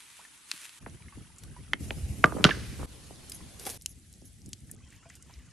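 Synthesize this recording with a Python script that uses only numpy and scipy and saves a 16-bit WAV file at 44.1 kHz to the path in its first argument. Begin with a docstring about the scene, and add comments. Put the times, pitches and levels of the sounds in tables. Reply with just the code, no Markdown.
"""Cooking beside a forest stream

Six short scenes joined by hard cuts, each with its own bed of coloured-noise hiss and flame flutter.
Leaves rustle in a wooden bowl, a spoon stirs a pot over a wood fire, a stone slab is set down on the rocks,
a stick rakes the embers, the fire spits, and a sprig of herbs is dipped in oil for the hot stone.
Rubbing is noise mixed with random slips, breaks are filtered noise bursts, stone rings as damped modes.
"""
import sys
import numpy as np
from scipy import signal
from scipy.fft import rfft, irfft
from scipy.io import wavfile
from scipy.ndimage import uniform_filter1d

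SR = 44100
rng = np.random.default_rng(int(sys.argv[2]) if len(sys.argv) > 2 else 0)


def int16_out(signal):
    """Quantize to a 16-bit WAV file."""
    q = np.round(np.clip(np.atleast_2d(signal).T, -1, 1) * 32767)
    wavfile.write(sys.argv[1], SR, q.astype(np.int16))


N = 243431
TIME = np.arange(N) / SR


def amp(db):
    """Turns decibels into gain."""
    return 10 ** (np.asarray(db) / 20)


def unit(x):
    """Scales to rms 1."""
    return x / np.sqrt(np.mean(x ** 2) + 1e-20)


def at_hz(points, hz):
    """Reads a spectrum on a log-frequency axis."""
    f, value = np.transpose(points)
    return np.interp(np.log(hz + 1), np.log(f + 1), value)


def level(curve):
    """Gain along a level curve, practically silent outside it."""
    s, db = np.transpose(curve)
    return amp(np.interp(TIME, s, db, left=-140, right=-140))


def swells(rows):
    """Gain of smooth humps, each rising and sinking over its length."""
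    gain = 0
    for s, db, length in rows:
        position = np.clip((TIME - s) / length, -.5, .5)
        gain = gain + amp(db) * np.cos(np.pi * position)
    return gain


def dying(s, db, db_per_s, rise_s):
    """Gain that jumps up at time s and fades steadily."""
    age = np.maximum(TIME - s, 0)
    return np.minimum(age / rise_s, 1) * amp(db - db_per_s * age)


def add(mix, s, sound):
    """Mixes a sound in at time s."""
    part = mix[:, max(round(s * SR), 0):][:, :sound.shape[-1]]
    part += sound[..., :part.shape[1]]


# Likeness of the two channels, before each sound's own width: hz, likeness (0-1)
LIKENESS = [(30, .5), (60, 0.65), (150, 0.7), (300, 1), (680, 0.7), (1400, 0.9), (3000, 1), (12000, 0.8)]


def noise(colour, patch_db, flicker_db, alike):
    """Two partly alike channels of coloured noise, with drifting patches and quick flicker; rms 1."""
    hz = np.fft.rfftfreq(2 * N, 1 / SR)
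    like = np.clip(alike * at_hz(LIKENESS, hz), -1, 1)
    spectra = rfft(rng.standard_normal((2, 2 * N)))
    mid, side = spectra * np.sqrt([1 + like, 1 - like]) * amp(at_hz(colour, hz))
    stereo = irfft(np.array([mid + side, mid - side]))[:, :N]
    z = signal.stft(stereo, nperseg=1024, noverlap=768)[2]
    # patches differ across pitch and time; flicker moves all pitches together
    patches = uniform_filter1d(rng.standard_normal(z.shape[1:]), size=5, axis=0)
    patches = unit(uniform_filter1d(patches, size=5, axis=1))
    flicker = unit(uniform_filter1d(rng.standard_normal(z.shape[2]), size=3))
    uneven = z * amp(patch_db * patches + flicker_db * flicker)
    return unit(signal.istft(uneven, nperseg=1024, noverlap=768)[1][:, :N])


def causal(gain_db):
    """The sharpest causal pulse (minimum phase) with the given spectrum, floored at -80 dB."""
    log_gain = np.log(amp(np.maximum(gain_db, -80)))
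    circle = np.concatenate([log_gain, log_gain[-2:0:-1]])
    return np.fft.ifft(np.exp(np.conj(signal.hilbert(circle)))).real


def crack(hz, skirt_db, t60, break_s, splinter, spread):
    """A short break and a dying spray, ringing in a broad band; loudest 2 ms at rms 1."""
    t = np.arange(4096) / SR
    envelope = np.exp(-t / break_s) + splinter * amp(-60 * t / max(t60, .002))
    mid, side = rng.standard_normal((2, len(t))) * envelope
    ripple_db = 10 * np.log10(uniform_filter1d(abs(rfft(mid)) ** 2, size=25))
    octaves = np.log2((np.fft.rfftfreq(len(t), 1 / SR) + 20) / hz)
    # rounded peak, a little steeper above than below
    slope_db = np.where(octaves < 0, .85, 1.15) * skirt_db
    colour_db = -slope_db * (np.hypot(octaves, .4) - .4)
    # the mid band also evens out part of its own random ripple
    mid = signal.fftconvolve(mid, causal(colour_db - 0.21 * ripple_db))
    side = signal.fftconvolve(side, causal(colour_db))
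    sound = unit(mid) + np.outer([spread, -spread], unit(side))
    return sound / np.sqrt(uniform_filter1d((sound ** 2).mean(0), size=88).max())


def ring(modes, rise_s, chatter):
    """Damped modes, neighbours swinging opposite ways; loose contact makes each waver."""
    t, sides = np.arange(SR // 2) / SR, np.array([[.5], [-.5]])
    out = np.zeros((2, len(t)))
    for k, (hz, db, t60, phase) in enumerate(modes):
        drift = unit(uniform_filter1d(rng.standard_normal((2, len(t))), size=260))
        waver = chatter * (1 - np.exp(-t / 0.0061)) * drift  # sets in over some 6 ms
        swing = np.sin(2 * np.pi * hz * t + sides * phase + waver[1])
        out += (-1) ** k * amp(db - 60 * t / t60) * (1 + .5 * waver[0]) * swing
    return out * (1 - np.exp(-t / rise_s))


def grains(per_s, scatter_db, low_hz, high_hz, cycles, count=24):
    """Random tiny ticks of many pitches and sizes, each pitch in its own place; rms 1."""
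    out = np.zeros((2, N))
    for hz in np.geomspace(low_hz, high_hz, count):
        u = np.arange(int(6 * cycles * SR / hz) + 4) * hz / SR / cycles
        sizes = amp(scatter_db * np.minimum(rng.exponential(1, N), 3.5))
        ticks = (rng.random(N) < per_s / count / SR) * sizes
        tick = unit(u * np.exp(-2 * u) * np.sin(2 * np.pi * cycles * u)) / np.sqrt(len(u))
        pan = rng.uniform(-.5, .5)
        out += np.outer([1 + pan, 1 - pan], signal.oaconvolve(ticks, tick)[:N])
    return unit(out)


def rubbing(gain, colour, slips_per_s, grainy, alike):
    """Many small slips over a smooth scrape, both in the colour of the material."""
    slips = (rng.random(N) < slips_per_s / SR) * rng.standard_normal(N) * rng.uniform(0.14, 1, (2, N))
    body = causal(at_hz(colour, np.fft.rfftfreq(2048, 1 / SR)))
    slips = unit(signal.oaconvolve(slips, body[None], axes=1)[:, :N])
    scrape = noise(colour, patch_db=2, flicker_db=1, alike=alike)
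    return gain * unit(grainy * slips + scrape)


# The six scenes: start_s, end_s
SCENES = [(0, .793), (.793, 1.779), (1.779, 2.859), (2.859, 3.776), (3.776, 4.756), (4.756, 5.53)]


def scene_gain(start, end):
    """Quick fade-in over 25 ms at a cut, held until the next cut."""
    fade = np.interp(TIME - start, [0, .008, .025], [.3, .4, 1], left=0) * (TIME < end)
    return uniform_filter1d(fade, size=60)


# Colour of the stream and fire in each scene: hz, relative level_db (per Hz)
HISS_BOWL = [(22, -28), (50, -6.5), (300, -2.5), (480, -11.5), (680, -17), (900, -3.5), (1400, -3.5),
             (3600, -3.5), (5200, -8), (10800, -2), (11900, -19), (13000, -51)]
HISS_POT = [(260, 8), (450, 0.5), (1200, 2.5), (2400, 5), (4850, 1), (7500, 2), (11000, 7.5), (13000, -33)]
HISS_SLAB = [(260, -19.5), (450, -4), (830, -17), (1500, -17.5), (2500, -11.5), (3950, -17), (10700, -12),
             (12000, -15), (13500, -49)]
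HISS_STICK = [(260, 5.5), (450, -1.5), (763, -4.5), (1350, -9), (3460, -7), (7530, -9.5), (10900, -6.5),
              (11900, -14), (14000, -41.5)]
HISS_COALS = [(450, -20), (1050, -17.5), (1700, -10), (2900, -9.5), (4800, -9), (6500, -7.5), (11000, -5.5),
              (13500, -28)]
HISS_OIL = [(260, -23), (450, 0), (1840, -10.5), (4850, -1.5), (7200, 1.5), (11000, -5.5), (13000, -44)]
HISSES = [HISS_BOWL, HISS_POT, HISS_SLAB, HISS_STICK, HISS_COALS, HISS_OIL]
# Loudness of that hiss, one value a scene: level_db (rms)
HISS_DB = [-56.5, -59, -51, -52, -62.5, -65]


def stream_and_fire_hiss():
    """Steady turbulence of stream and fire: coloured noise, recoloured at every cut."""
    out = np.zeros((2, N))
    for (start, end), colour, db in zip(SCENES, HISSES, HISS_DB):
        hiss = noise(colour, patch_db=2.2, flicker_db=1, alike=0.43)
        out += scene_gain(start, end) * amp(db) * hiss
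    return out


# Colour of the flame flutter: hz, relative level_db (per Hz)
FLAME_COLOUR = [(15, -47.5), (25, -25.5), (55, -1), (75, 0), (132, -4.5), (262, -13.5), (565, -31.5),
                (653, -33.5), (800, -34), (1040, -58), (1760, -120)]
# Steady flutter, one value a scene; the bowl is away from the fire: level_db (rms)
FLAME_DB = [-76, -56.5, -39.5, -52.5, -54, -56.5]
# The fire flares up and sinks back: middle_s, level_db, length_s
FLARES = [(.89, -47, 0.21), (.95, -51.5, 0.046), (1.07, -44.5, 0.052), (1.195, -46, 0.11),
          (1.47, -45.5, 0.18), (1.61, -44.5, 0.09), (1.74, -45.5, 0.22), (3.43, -47, 0.036),
          (4.5, -47.5, 0.11), (4.72, -49, 0.089), (4.82, -54, 0.3)]


def flames():
    """Low flutter of burning gas: bass-heavy noise that swells with each flare."""
    flutter = noise(FLAME_COLOUR, patch_db=2.2, flicker_db=1.8, alike=0.91)
    flares = swells(FLARES)
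    out = np.zeros((2, N))
    for (start, end), db in zip(SCENES, FLAME_DB):
        out += scene_gain(start, end) * np.hypot(amp(db), flares) * flutter
    return out


# Leaves rubbing, loudness over time: time_s, level_db
LEAVES = [(0, -52.5), (.06, -58), (.13, -56), (.2, -56), (.255, -58), (.3, -66), (.36, -60), (.45, -73),
          (.49, -52.5), (.52, -50), (.6, -49), (.655, -47), (.68, -54), (.75, -56.5), (.785, -55.5),
          (.795, -76)]
# Colour of the leaves: hz, relative level_db (per Hz)
LEAF_COLOUR = [(350, -75), (600, -4), (694, -14), (952, 0.5), (2560, 7.5), (5070, 1.5), (10200, 4.5),
               (12000, 1), (14000, -77)]


def leaves():
    """Leaves pressed into the bowl: dry, bright slips over a soft scrape."""
    return rubbing(level(LEAVES), LEAF_COLOUR, slips_per_s=660, grainy=0.68, alike=0.78)


# Soft knocks and wet plops of bowl, spoon, stick and oil, level before the trims in the function:
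# start_s, level_db, pitch_hz, t60_s, glide (octaves per s)
PLOPS = [(.191, -46, 760, 0.13, 40), (0.25, -43, 1760, 0.053, 4), (1.022, -46, 2300, 0.024, 0),
         (1.083, -42.5, 2130, 0.045, 0), (1.124, -45.5, 1136, 0.076, -0.5),
         (1.564, -42.5, 1010, 0.075, -2.5), (3.405, -48.5, 1072, 0.077, -3.5), (3.666, -29, 802, 0.07, -4),
         (4.695, -52, 1730, 0.079, 3.5), (4.924, -48.5, 1860, 0.053, 1), (5.028, -52.5, 1330, 0.07, 3),
         (5.056, -47.5, 660, 0.12, 1.5), (5.101, -43, 1910, 0.046, 8), (5.295, -47.5, 930, 0.07, 5.5)]


def plops():
    """Soft knocks and drips: a muffled burst around a short gliding note."""
    out, t = np.zeros((2, N)), np.arange(SR // 4) / SR
    for s, db, hz, t60, glide in PLOPS:
        turns = np.cumsum(hz * 2 ** np.clip(glide * t, -1, 1)) / SR
        burst = crack(hz, skirt_db=18.0, t60=t60, break_s=0.002, splinter=0.66, spread=0.18)
        note = amp(-60 * t / t60) * np.sin(2 * np.pi * turns) * (1 - np.exp(-t / 0.0023))
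        add(out, s, amp(db - 8.5) * burst)
        add(out, s, amp(db - 2.5) * note)
    return out


# Stems breaking in the bowl: start_s, level_db
STEMS = [(.515, -21.5), (0.6535, -40.5), (0.6934, -42)]


def stems():
    """Sharp, close snaps of stems: broad bursts centred on 3260 Hz."""
    out = np.zeros((2, N))
    for s, db in STEMS:
        snap = crack(3260, skirt_db=9.5, t60=0.012, break_s=0.0017, splinter=.77, spread=0.12)
        add(out, s, amp(db) * snap)
    return out


# Hand on bowl, spoon on pot, the slab rocking on its bed, logs shifting; level before rattle and balance:
# time_s (arrival of the top of the body), level_db (pulse peak), top_hz
KNOCKS = [(.54, -50.5, 302), (0.863, -35, 1910), (1.176, -39, 320), (1.744, -34, 347), (1.908, -30.5, 856),
          (2.241, -14.5, 1033), (2.276, -32, 450), (2.323, -30, 1380), (2.351, -29, 440), (2.367, -27, 520),
          (2.386, -31.5, 650), (2.398, -31, 397), (2.4439, -22, 597), (2.45, -15, 695.4), (2.49, -27, 1017),
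          (2.5, -25.5, 420), (2.573, -32, 470), (2.8299, -36, 1284), (3.1089, -39.5, 790),
          (3.666, -37.5, 415), (4.222, -50, 600), (4.483, -44.5, 329.8), (4.74, -51.5, 490)]
KNOCK_LOW_HZ, KNOCK_TILT_DB, KNOCK_SKIRT_DB = 169, -1.5, 26  # bottom of body; dB per octave inside, outside
KNOCK_LAG_S = 0.006543  # travel time of bending waves at 1 kHz; lower ones are slower
RATTLE_SHARE, RATTLE_T60_S = 0.59, 0.11  # part of the blow that rattles on among the stones


def knocks():
    """Dead blows: low notes arrive late, so the pulse drops in pitch, with a short rattle behind."""
    out = np.zeros((2, N))
    hz, t = np.fft.rfftfreq(4096, 1 / SR) + 1, np.arange(4096) / SR
    travel = np.exp(-4j * np.pi * KNOCK_LAG_S * np.sqrt(1000 * hz))
    for s, db, top_hz in KNOCKS:
        outside = np.maximum(np.log2(hz / top_hz), 0) + np.maximum(np.log2(KNOCK_LOW_HZ / hz), 0)
        body_db = KNOCK_TILT_DB * np.log2(hz / KNOCK_LOW_HZ) - KNOCK_SKIRT_DB * outside
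        pulse = irfft(amp(body_db) * travel)
        scatter = rng.standard_normal((2, len(t))) * amp(-60 * t / RATTLE_T60_S)
        rattle = signal.fftconvolve(pulse[None], scatter / np.linalg.norm(scatter[0]))[:, :len(t)]
        blow = (pulse + RATTLE_SHARE * rattle) / abs(pulse).max()
        add(out, s - KNOCK_LAG_S * np.sqrt(1000 / top_hz), amp(db) * blow)
    return out * amp([[-1.0], [1.0]])  # leans right


# Colour of oil burbling under the herbs: hz, relative level_db (per Hz)
BURBLE_COLOUR = [(200, -5), (400, -10), (650, -10), (1000, -5), (1800, -2), (3000, -1), (5000, -24)]


def bubbles():
    """Small bubbles in pot and oil as pitched grains, and the oil's burble as patchy noise."""
    in_pot, in_oil = ((TIME > start) & (TIME < end) for start, end in (SCENES[1], SCENES[-1]))
    fizz = grains(per_s=130, scatter_db=3, low_hz=900, high_hz=3400, cycles=6)
    burble = amp(-68.5) * noise(BURBLE_COLOUR, patch_db=5.5, flicker_db=2, alike=1.0)
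    return (amp(-69) * in_pot + amp(-73.5) * in_oil) * fizz + in_oil * burble


def ticking():
    """Faint random ticks of the embers, heard in every scene by the fire."""
    ticks = grains(per_s=30, scatter_db=3, low_hz=5000, high_hz=10000, cycles=2.5)
    return (TIME > SCENES[1][0]) * amp(-72.5) * ticks


# Pops of the burning wood: start_s, level_db, centre_hz, skirt (dB per octave), t60_s
POPS = [(1.3835, -46.5, 7600, 41, 0.063), (1.4356, -42, 5170, 3, 0.024), (1.7335, -17.5, 1660, 13, 0.017),
        (1.9067, -25.5, 2280, 23, 0.0093), (3.297, -35.5, 9500, 22, 0.038), (3.3197, -34, 8500, 6, 0.024),
        (3.596, -40.5, 7040, 15, 0.036), (3.653, -36, 7000, 11, 0.035), (3.699, -33, 9000, 8, 0.11),
        (3.8125, -48, 6490, 9, 0.015), (3.8205, -43.5, 9630, 14, 0.041), (3.8601, -22.5, 6500, 12, 0.012),
        (4.1279, -46, 9500, 16, .008), (4.138, -49.5, 6470, 13, 0.0071), (4.4606, -44.5, 7660, 28, 0.022),
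        (4.491, -44.5, 10200, 23, .01), (4.5312, -33.5, 5800, 18, 0.022), (4.714, -34, 9800, 40, 0.011),
        (5.1533, -46, 7900, 11, 0.1), (5.099, -47, 6860, 42, 0.032), (5.225, -45, 7600, 37, 0.032),
        (5.338, -50, 5100, 53, 0.04)]
# Notes the wood rings with as it splits: start_s, level_db, pitch_hz, t60_s
SPLITS = [(1.7333, -19, 2130, 0.022), (1.7336, -12.5, 3110, 0.01), (3.318, -33.5, 4960, 0.03),
          (3.8603, -25, 3010, 0.0075), (4.5314, -36, 3180, 0.01)]


def wood_pops():
    """Wood bursting in the fire: sharp cracks, some with a brief note from the splitting fibres."""
    out = np.zeros((2, N))
    for s, db, hz, skirt_db, t60 in POPS:
        pop = crack(hz, skirt_db, t60, break_s=0.0018, splinter=1.0, spread=0.011)
        add(out, s, amp(db) * pop)
    for s, db, hz, t60 in SPLITS:
        add(out, s, ring([(hz, db, t60, 0)], rise_s=0.00042, chatter=.4))
    return out


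# Gulps of air as the flames flap: middle_s, peak_db, pitch_hz, length_s
GULPS = [(2.046, -25.5, 70, 0.057), (2.111, -25, 90, 0.033), (2.845, -37, 49.8, 0.044),
         (5.386, -42, 62.03, 0.084)]


def flame_gulps():
    """Deep flaps of air: short bell-shaped bursts of a low tone."""
    out = np.zeros((2, N))
    for s, db, hz, length in GULPS:
        t = np.arange(0, length, 1 / SR)
        add(out, s - length / 2, amp(db) * np.hanning(len(t)) * np.sin(2 * np.pi * hz * t))
    return out


# Stone meeting stone and chips giving way, level before balance:
# start_s, level_db, centre_hz, skirt (dB per octave)
CONTACTS = [(2.2411, -7, 1500, 24), (2.2425, -25, 2700, 12), (2.2587, -30.5, 1570, 6),
            (2.4413, -11.5, 3040, 29.5), (2.4415, -12.5, 5100, 28.5), (2.4446, -17, 1800, 14),
            (2.4493, -16.5, 3100, 26), (2.4514, -18.5, 1400, 17.5), (2.468, -28.5, 1350, 12),
            (2.4895, -26.5, 1150, 30), (2.4922, -26, 2500, 29.5), (2.498, -29, 1400, 18),
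            (2.508, -25, 2600, 43), (2.547, -40, 1580, 70)]
# Weight of the slab landing, gains on the modes below, before balance:
# start_s, slab_ring_db, rock_clink_db, ground_thud_db
LANDINGS = [(2.2408, -1.5, -34, -11.5), (2.441, -17.5, -15.5, -37.5), (2.4496, -9.5, -26.5, -8)]
# Modes of the slab, relative levels: pitch_hz, level_db, t60_s, left-right phase (radians)
SLAB = [(623, -26, 0.1, 1.5), (1192, -7.5, 0.05, 0.18), (1215, -28, .22, .2), (1330, 0, 0.02, .1),
        (1510, 1, 0.017, 0.12), (1616, -27, 0.07, .2), (2120, -16, 0.024, .2), (2700, -17, .014, .2),
        (3730, -24, 0.014, .3)]
# Modes of the rock it lands on, relative levels: pitch_hz, level_db, t60_s, left-right phase (radians)
ROCK = [(2827, -1, 0.04, 0.18), (3030, 2.5, 0.028, .2), (3310, 3, 0.028, .1), (5050, 5, 0.016, 0.37),
        (5656, -8, 0.025, 0.37)]
# Modes of the hearth stones and ground under them, relative levels:
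# pitch_hz, level_db, t60_s, left-right phase (radians)
GROUND = [(131, -.5, .055, .1), (174, 9, 0.019, .1), (245, 0.5, 0.032, .2), (428, -14.5, 0.075, 0.47),
          (464, -14, 0.061, 0.29)]
# Chips that clink as the slab settles, level before balance: start_s, level_db, pitch_hz, t60_s
CLINKS = [(2.508, -22, 2760, 0.024), (2.5098, -17.5, 1720, 0.031), (2.5095, -27.5, 1593, 0.11)]


def slab():
    """The slab lands on one edge, rocks, lands again and settles; the ground answers a moment later."""
    out = np.zeros((2, N))
    for s, db, hz, skirt_db in CONTACTS:
        contact = crack(hz, skirt_db, t60=0.017, break_s=.0014, splinter=0.22, spread=0.22)
        add(out, s, amp(db) * contact)
    for s, ring_db, clink_db, thud_db in LANDINGS:
        add(out, s, amp(ring_db) * ring(SLAB, rise_s=.0004, chatter=.45))
        add(out, s, amp(clink_db) * ring(ROCK, rise_s=0.00046, chatter=.9))
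        add(out, s + 0.0018, amp(thud_db) * ring(GROUND, rise_s=0.0022, chatter=0.31))
    for s, db, hz, t60 in CLINKS:
        add(out, s, amp(db) * ring([(hz, 0, t60, 0)], rise_s=0.0008, chatter=1))
    return out * amp([[-1.8], [1.4]])  # leans right


# Slab scraping after each landing and as it is nudged: start_s, level_db, fade (dB per s)
DRAGS = [(2.256, -33, 194.5), (2.366, -33.5, 127), (2.451, -32.5, 168.5), (2.79, -42.5, 63)]
# Colours of sliding stone, crushed grit and trickling grit: hz, relative level_db (per Hz)
SLIDE_COLOUR = [(60, -22), (120, -9.5), (200, -0.5), (300, -1.5), (430, -6), (700, -15.5), (1220, -14.5),
                (2500, -32.5), (5500, -71)]
GRIT_COLOUR = [(180, -1.5), (300, -13.5), (424, -26.5), (823, -24.5), (1570, -0.5), (1810, -9.5),
               (5210, -15), (9630, -36), (10900, -22), (13000, -57.5)]
TRICKLE_COLOUR = [(500, -15), (1000, -7), (1600, 2), (2200, 0), (3500, -4), (5000, -3.5), (6500, -8),
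                  (8500, -30), (13000, -49.5)]
GRIT_S = 2.441  # the slab comes down on the grit


def slab_scrape():
    """Slab dragged over gritty rock: low slides, a crush of grit, and fine grit trickling to the cut."""
    drags = sum(dying(*row, rise_s=0.0031) for row in DRAGS)
    slide = rubbing(drags, SLIDE_COLOUR, slips_per_s=500, grainy=1, alike=0.36)
    crush = dying(GRIT_S, db=-24, db_per_s=256.5, rise_s=0.002)
    grit = rubbing(crush, GRIT_COLOUR, slips_per_s=700, grainy=0.8, alike=0.37)
    trickling = dying(GRIT_S, db=-41, db_per_s=41, rise_s=0.013)
    trickle = rubbing(trickling, TRICKLE_COLOUR, slips_per_s=3000, grainy=0.66, alike=.6)
    return (grit + trickle + slide) * (TIME < SCENES[2][1])


# Sap fizzing out of the wood: middle_s, level_db, length_s
SAP = [(3.35, -47, 0.057), (3.9, -53, 0.073), (4.268, -55, 0.048)]
# Colour of the fizz: hz, relative level_db (per Hz)
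SAP_COLOUR = [(1500, -25), (4000, -29), (6500, -1.5), (8500, -30), (10700, 6), (13000, -18), (15500, -33)]


def sap():
    """Sap fizzing out of hot wood: short humps of thin, grainy treble."""
    return rubbing(swells(SAP), SAP_COLOUR, slips_per_s=1100, grainy=1.0, alike=1.0)


# Embers raked, loudness over time: time_s, level_db
EMBERS = [(3.58, -81), (3.597, -44.5), (3.648, -47), (3.668, -32), (3.705, -41.5), (3.72, -45),
          (3.765, -48.5), (3.775, -49.5)]
# Colour of the embers: hz, relative level_db (per Hz)
EMBER_COLOUR = [(150, -39.5), (250, -19), (379, 0), (627, -5), (786, -9), (1190, -13), (1700, -12.5),
                (5780, -10.5), (7490, -13.5), (10800, -4.5), (15800, -11)]


def embers():
    """A stick rakes the embers: coarse slips over a scrape."""
    return rubbing(level(EMBERS), EMBER_COLOUR, slips_per_s=800, grainy=1, alike=0.78)


# Strokes of the herbs through the oil: middle_s, level_db, length_s
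SWISHES = [(4.945, -61.5, 0.12), (5.135, -61.5, 0.11), (5.34, -63, 0.23)]
# Colour of the wet swish: hz, relative level_db (per Hz)
SWISH_COLOUR = [(400, -8), (900, -19), (1900, 1), (3000, -0.5), (6000, -9.5)]


def herbs():
    """Herbs swirled in oil: each stroke a soft hump of slips and scrape."""
    return rubbing(swells(SWISHES), SWISH_COLOUR, slips_per_s=800, grainy=0.7, alike=1.0)


def forest(x, t60, top_hz):
    """A dull scatter from rocks and trunks: decaying, low-passed noise as an echo."""
    t = np.arange(SR // 2) / SR
    tail = rng.standard_normal((2, len(t))) * amp(-60 * t / t60) * (t > .005)
    tail = signal.lfilter(*signal.butter(1, min(top_hz, SR / 3), fs=SR), tail)
    return signal.fftconvolve(x, tail / np.linalg.norm(tail[0]), axes=1)[:, :N]


def scene():
    """All sources; hits, plops and bubbles scatter back from the forest."""
    hits = plops() + stems() + knocks() + bubbles() + wood_pops() + slab()
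    scatter = amp(-28.0) * forest(hits, t60=0.14, top_hz=5958)
    handling = leaves() + slab_scrape() + sap() + embers() + herbs()
    surroundings = stream_and_fire_hiss() + flames() + flame_gulps() + ticking()
    return hits + scatter + handling + surroundings


def record(dry):
    """The loudest peaks clip; the top octave rolls off before the band limit."""
    rolloff = signal.firwin2(255, [0, 11700, 13000, 15000, SR / 2], [1, 1, .25, .1, .05], fs=SR)
    soft = signal.oaconvolve(np.clip(dry, -1, 1), rolloff[None], "same")
    band_limit = signal.firwin(511, 15600, window=("kaiser", 9), fs=SR)
    return signal.oaconvolve(soft, band_limit[None], "same")


dry = scene()
out = record(dry)
int16_out(out)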